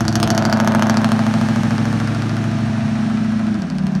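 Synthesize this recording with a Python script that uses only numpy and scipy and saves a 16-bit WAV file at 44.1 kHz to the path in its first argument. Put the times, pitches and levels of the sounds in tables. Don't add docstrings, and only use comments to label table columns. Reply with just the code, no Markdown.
import sys
import numpy as np
from scipy import signal
from scipy.fft import rfft, irfft, next_fast_len
from scipy.io import wavfile
from scipy.ndimage import uniform_filter1d

SR = 44100
rng = np.random.default_rng(int(sys.argv[2]) if len(sys.argv) > 2 else 0)


def file_out(sig):
    cols = np.atleast_2d(sig).T
    lim = np.clip(cols, -1, 1)
    pcm = np.round(lim * 32767).astype(np.int16)
    wavfile.write(sys.argv[1], SR, pcm)


N = 176400
TIME = np.arange(N) / SR
CYLINDER_COUNT = 8
TURN_AWAY_S = (1.6, 2.25)

# time in seconds, relative levels in dB of bark (and roar) and of hiss.
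RASP_LEVELS = [(0, -22, -41.2), (0.15, -28, -41.5), (0.4, -19.5, -41.5), (0.65, -18.5, -41),
               (0.9, -18.5, -39.5), (1.15, -24, -37), (1.45, -27.5, -35.5), (1.8, -29.5, -37),
               (2.2, -32, -38), (2.6, -34, -39), (3, -34.5, -39), (3.5, -36, -42), (3.75, -37.5, -46.5),
               (4, -37.5, -45)]


def amp(db):
    return 10 ** (np.asarray(db) / 20)


def unit(x):
    return x / np.sqrt(np.mean(x ** 2) + 1e-20)


def along(points, hz):
    freqs, values = np.transpose(points)
    return np.interp(np.log(hz + 1), np.log(freqs + 1), values)


def curves(rows):
    times, *columns = np.transpose(rows)
    return [np.interp(TIME, times, column) for column in columns]


def filtered(x, response):
    size = next_fast_len(N + SR // 2)
    return irfft(rfft(x, size) * response(np.fft.rfftfreq(size, 1 / SR)), size)[:N]


def below(x, cutoff_hz, order):
    return filtered(x, lambda hz: 1 / (1 + (hz / cutoff_hz) ** order))


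def ring(x, spectrum, size=16384):
    cepstrum = irfft(along(spectrum, np.fft.rfftfreq(size, 1 / SR)) * np.log(10) / 20)
    cepstrum[1:size // 2] *= 2
    cepstrum[size // 2 + 1:] = 0
    response = irfft(np.exp(rfft(cepstrum)))
    return signal.fftconvolve(x, response / np.linalg.norm(response))[:N]


def noise(spectrum):
    return unit(filtered(rng.standard_normal(N), lambda hz: amp(along(spectrum, hz))))


def pulses(times, db, spread_db, jitter_ms, half_width=8):
    size_error, time_error = rng.standard_normal((len(times), 2)).T
    times = times + jitter_ms * time_error / 1000
    sizes = -amp(db + spread_db * size_error)
    taps = np.floor(times * SR).astype(int)[:, None] + np.arange(1 - half_width, half_width + 1)
    offset = taps - times[:, None] * SR
    window = np.cos(np.pi * offset / (2 * half_width)) ** 2
    weights = sizes[:, None] * np.sinc(offset) * window * (taps >= 0)
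    return np.bincount(np.maximum(taps, 0).ravel(), weights.ravel(), N)[:N]


def firings():
    # time in seconds, engine cycles per second.
    speed = [(0.0, 13.489), (0.4, 13.443), (1.1, 13.567), (1.7, 13.597), (2.45, 13.679), (3.1, 13.638),
             (3.48, 13.491), (3.6, 12.849), (3.74, 11.902), (4.0, 12.026)]
    # lag in ms, relative boom in dB side-on and from behind,
    # then lag in ms and relative boom in dB off throttle.
    cylinders = [(1.1, 4.2, 2.8, 2.5, 2.2), (.7, 8.4, 5, -.2, 1), (.2, 7.9, 3.4, 1.4, 2.4),
                 (-.5, 4, .9, 3.2, -3.1), (.4, -6.3, .1, -.2, -4.7), (.4, 5, 6.3, 1.7, 3.4),
                 (-.1, 4.4, 2.8, 4.5, -2.2), (.3, -10, -11.7, 1.7, -4.4)]
    # relative bark in dB, relative crack in dB.
    fronts = [(3, 1), (-8.5, -14), (-21, -34), (-30.5, -34), (-7.5, -31), (-3.5, -10), (-22, -26),
              (-10, -30)]
    cycles = -.096 + np.cumsum(curves(speed)[0]) / SR
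    firing = np.arange(int(cycles[-1] * CYLINDER_COUNT) + 1)
    cylinder = firing % CYLINDER_COUNT
    lag_ms, side_db, behind_db, lifted_lag_ms, lifted_db = np.array(cylinders)[cylinder].T
    times = np.interp(firing / CYLINDER_COUNT, cycles, TIME)
    away = np.interp(times, TURN_AWAY_S, (0, 1))
    lift = np.interp(times, (3.55, 3.64), (0, 1))
    loaded_db = (1 - away) * side_db + away * behind_db + 20 * np.log10(1.001 - lift)
    loaded = (times + lag_ms / 1000, loaded_db)
    lifted = (times + lifted_lag_ms / 1000, lifted_db + 20 * np.log10(lift + .001))
    return loaded, lifted, np.array(fronts)[cylinder].T


def boom(loaded, lifted):
    # frequency in Hz, relative gain in dB.
    hot_pipe = [(20, -93), (50, -40), (68, -35), (85, -61.5), (108, -37.5), (140, -34.5), (165, -20),
                (190, -33.5), (218, -37), (245, -39.5), (275, -40), (315, -49), (380, -67.5), (500, -65),
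                (900, -92)]
    # frequency in Hz, relative gain in dB.
    cool_pipe = [(20, -69), (60, -54), (90, -63), (125, -46), (155, -40.5), (190, -25), (250, -42.5),
                 (320, -60), (390, -58), (900, -97)]
    # time in seconds, relative levels in dB of deep boom, upper boom and honk.
    register_levels = [(0, -19, -21, -26), (0.2, -19.5, -19.5, -23.5), (0.4, -21.5, -19.1, -25),
                       (0.65, -22.5, -15.9, -29.5), (1, -21.5, -15.5, -31), (1.5, -20.5, -17.5, -30),
                       (1.9, -19, -20.5, -27), (2.2, -19.5, -25.5, -27), (2.55, -20, -22, -29),
                       (2.85, -21, -19.5, -37.5), (3.1, -25.7, -18, -32), (3.35, -26, -17.5, -36.5),
                       (3.56, -30.4, -18.5, -27), (3.64, -34, -24, -31.5), (3.76, -24.5, -21, -34),
                       (4, -22.5, -19.5, -35)]
    wave = ring(pulses(*loaded, spread_db=0.88, jitter_ms=0.071), hot_pipe)
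    wave += ring(pulses(*lifted, spread_db=1.8, jitter_ms=0.074), cool_pipe)
    wave = trees(wave, wet_db=-20.5, bass_t60_s=0.2)
    deep = below(wave, cutoff_hz=175, order=16)
    low = below(wave, cutoff_hz=264, order=16)
    honk = below(wave - low, cutoff_hz=800, order=6)
    honk = trees(honk, wet_db=-5, bass_t60_s=0.42)
    deep_db, upper_db, honk_db = curves(register_levels)
    return (steady(deep) * amp(deep_db - 1.5) + steady(low - deep) * amp(upper_db - 0.5)
            + steady(honk) * amp(honk_db - 2))


def steady(x):
    return x / np.sqrt(abs(uniform_filter1d(x * x, size=6500)) + 1e-12)


def trees(x, wet_db, bass_t60_s, positions=9):
    # frequency in Hz, reverberation time as a fraction of that in the bass.
    wood_decay = [(200, 1), (1500, 0.21), (6000, 0.081), (14000, 0.037)]
    out = x.copy()
    for position in range(positions):
        hz, t, spectra = signal.stft(rng.standard_normal(SR // 2), SR, nperseg=256)
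        t60_s = bass_t60_s * along(wood_decay, hz)[:, None]
        tail = signal.istft(spectra * amp(-60 * t / t60_s), SR, nperseg=256)[1]
        crossfade = np.sqrt(np.clip(1 - abs(np.linspace(0, positions - 1, N) - position), 0, 1))
        out += amp(wet_db) * signal.fftconvolve(x * crossfade, tail / np.linalg.norm(tail))[:N]
    return out


def bark(times, db):
    # frequency in Hz, relative gain in dB.
    mouth = [(150, -15.5), (350, -23), (490, -10), (600, -2), (680, 0), (800, -1), (900, -4.5),
             (1150, -1.5), (1650, -3), (2050, -12), (3000, -16.5), (5000, -28.5), (12000, -82)]
    # time in seconds, scattered-to-direct ratio in dB.
    scatter_ratio = [(0, -8), (.9, -8), (1.4, -3), (2.1, 2), (3, 6), (4, 3)]
    away = np.interp(times, TURN_AWAY_S, (0, 1))
    jitter_ms = 0.019 + 0.086 * away
    fronts = pulses(times, db, spread_db=.5, jitter_ms=jitter_ms)
    wet_db = curves(scatter_ratio)[0]
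    wave = trees(ring(fronts, mouth), wet_db, bass_t60_s=0.77) / np.hypot(1, amp(wet_db))
    return unit(wave) * amp(curves(RASP_LEVELS)[0] - 1.5)


def tailpipe(times, db):
    # frequency in Hz, relative gain in dB.
    narrow_peak = [(100, -57), (500, -38), (620, -23.5), (655, -2), (675, -3), (700, -3), (760, -9.5),
                   (900, -37), (3000, -90)]
    # time in seconds, level in dB.
    ring_levels = [(0, -23.5), (.15, -34.5), (.35, -25), (.8, -40), (1.2, -33.5), (1.7, -42), (2.3, -42.5),
                   (2.8, -36.5), (3.2, -43), (3.6, -59), (4, -57)]
    wave = ring(pulses(times, .5 * db, spread_db=4.0, jitter_ms=0.044), narrow_peak)
    return unit(trees(wave, wet_db=0.5, bass_t60_s=1.0)) * amp(curves(ring_levels)[0])


def cracks(times, db):
    # time in seconds, relative level in dB.
    crack_levels = [(0, -10.5), (.08, -4.5), (.23, 1), (.3, -0.5), (.38, -3), (.45, -6.5), (.53, -4.5),
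                    (.6, -8), (.68, -5), (.75, -9), (.82, -5.5), (.9, -4.5), (.97, -8.5), (1.04, -11),
                    (1.12, -10.5), (1.19, -18), (1.85, -20), (2.4, -22), (2.8, -36.5), (3.53, -26.5),
                    (3.62, -22.5), (4, -22.5)]
    # frequency in Hz, relative level in dB.
    shock_spectrum = [(200, -1.5), (700, -1.5), (1150, 1), (1650, 4), (2050, -5.5), (2500, -1), (3250, 4),
                      (3800, -4.5), (4400, 5.5), (4900, 2.5), (5600, 3.5), (6600, 0.5), (7700, -13),
                      (8800, -5), (9900, -12.5), (11500, -10.5), (12400, -20.5), (14500, -23), (16500, -38)]
    fronts = pulses(times, db, spread_db=0.5, jitter_ms=0.057) * amp(curves(crack_levels)[0] + 8)
    shocks = ring(fronts, shock_spectrum)
    angles = rng.uniform(0, 2 * np.pi, len(times))
    blend = np.interp(TIME, times[::CYLINDER_COUNT], angles[::CYLINDER_COUNT])
    smear = np.cos(blend) * underbody(shocks) + np.sin(blend) * underbody(shocks)
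    return trees(absorption(shocks + smear, far_db=-6), wet_db=-7, bass_t60_s=1.0)


def underbody(x, echo_db=-3, decay_ms=1, size=128):
    echoes = rng.standard_normal(size) * np.exp(-np.arange(size) / SR * 1000 / decay_ms)
    return amp(echo_db) * signal.fftconvolve(x, echoes / np.linalg.norm(echoes))[:N]


def absorption(x, far_db, recede_s=(1.4, 5.2)):
    treble = x - below(x, cutoff_hz=9800, order=8)
    return x + treble * (amp(far_db * np.interp(TIME, recede_s, (0, 1))) - 1)


def roar():
    # frequency in Hz, relative level in dB.
    roar_spectrum = [(210, -48), (350, 5.5), (373, -6), (408, 5), (446, -18), (584, -2), (657, 0.5),
                     (924, -7), (1610, -6.5), (2110, -21), (3000, -27), (3900, -21), (6600, -120)]
    away = np.interp(TIME, TURN_AWAY_S, (0, 1))
    return noise(roar_spectrum) * amp(curves(RASP_LEVELS)[0] - 10.5 + 8.5 * away)


def hiss():
    # frequency in Hz, relative level in dB.
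    hiss_spectrum = [(880, -50), (1500, -4), (1610, 2), (2100, -5), (2340, -3.5), (3410, -9), (4460, -9.5),
                     (4870, -14), (5490, -10), (7690, -20.5), (9370, -19.5), (10500, -29.5), (11400, -29),
                     (14800, -39.5), (16000, -54)]
    return absorption(noise(hiss_spectrum), far_db=-14) * amp(curves(RASP_LEVELS)[1] + 1.5)


def rumble():
    # frequency in Hz, relative level in dB.
    rumble_spectrum = [(20, -26), (45, -0.5), (70, 8.5), (150, 2), (300, -6), (500, -28), (1000, -46),
                       (3000, -120)]
    # time in seconds, level in dB.
    rumble_levels = [(0, -29.5), (1, -46), (1.5, -63), (2.55, -39), (2.78, -31), (3.05, -40), (4, -37)]
    return noise(rumble_spectrum) * amp(curves(rumble_levels)[0])


def scene():
    loaded, lifted, (bark_db, crack_db) = firings()
    front_times = loaded[0] - 1.078 / 1000
    exhaust = boom(loaded, lifted) + bark(front_times, bark_db) + tailpipe(front_times, bark_db)
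    return (exhaust + cracks(front_times, crack_db) + roar() + hiss() + rumble())[None]


def record(dry):
    rounded = dry[0] / (1 + dry[0] ** 6) ** (1 / 6)
    return filtered(rounded, lambda hz: hz < 16200)[None]


dry = scene()
out = record(dry)
file_out(out)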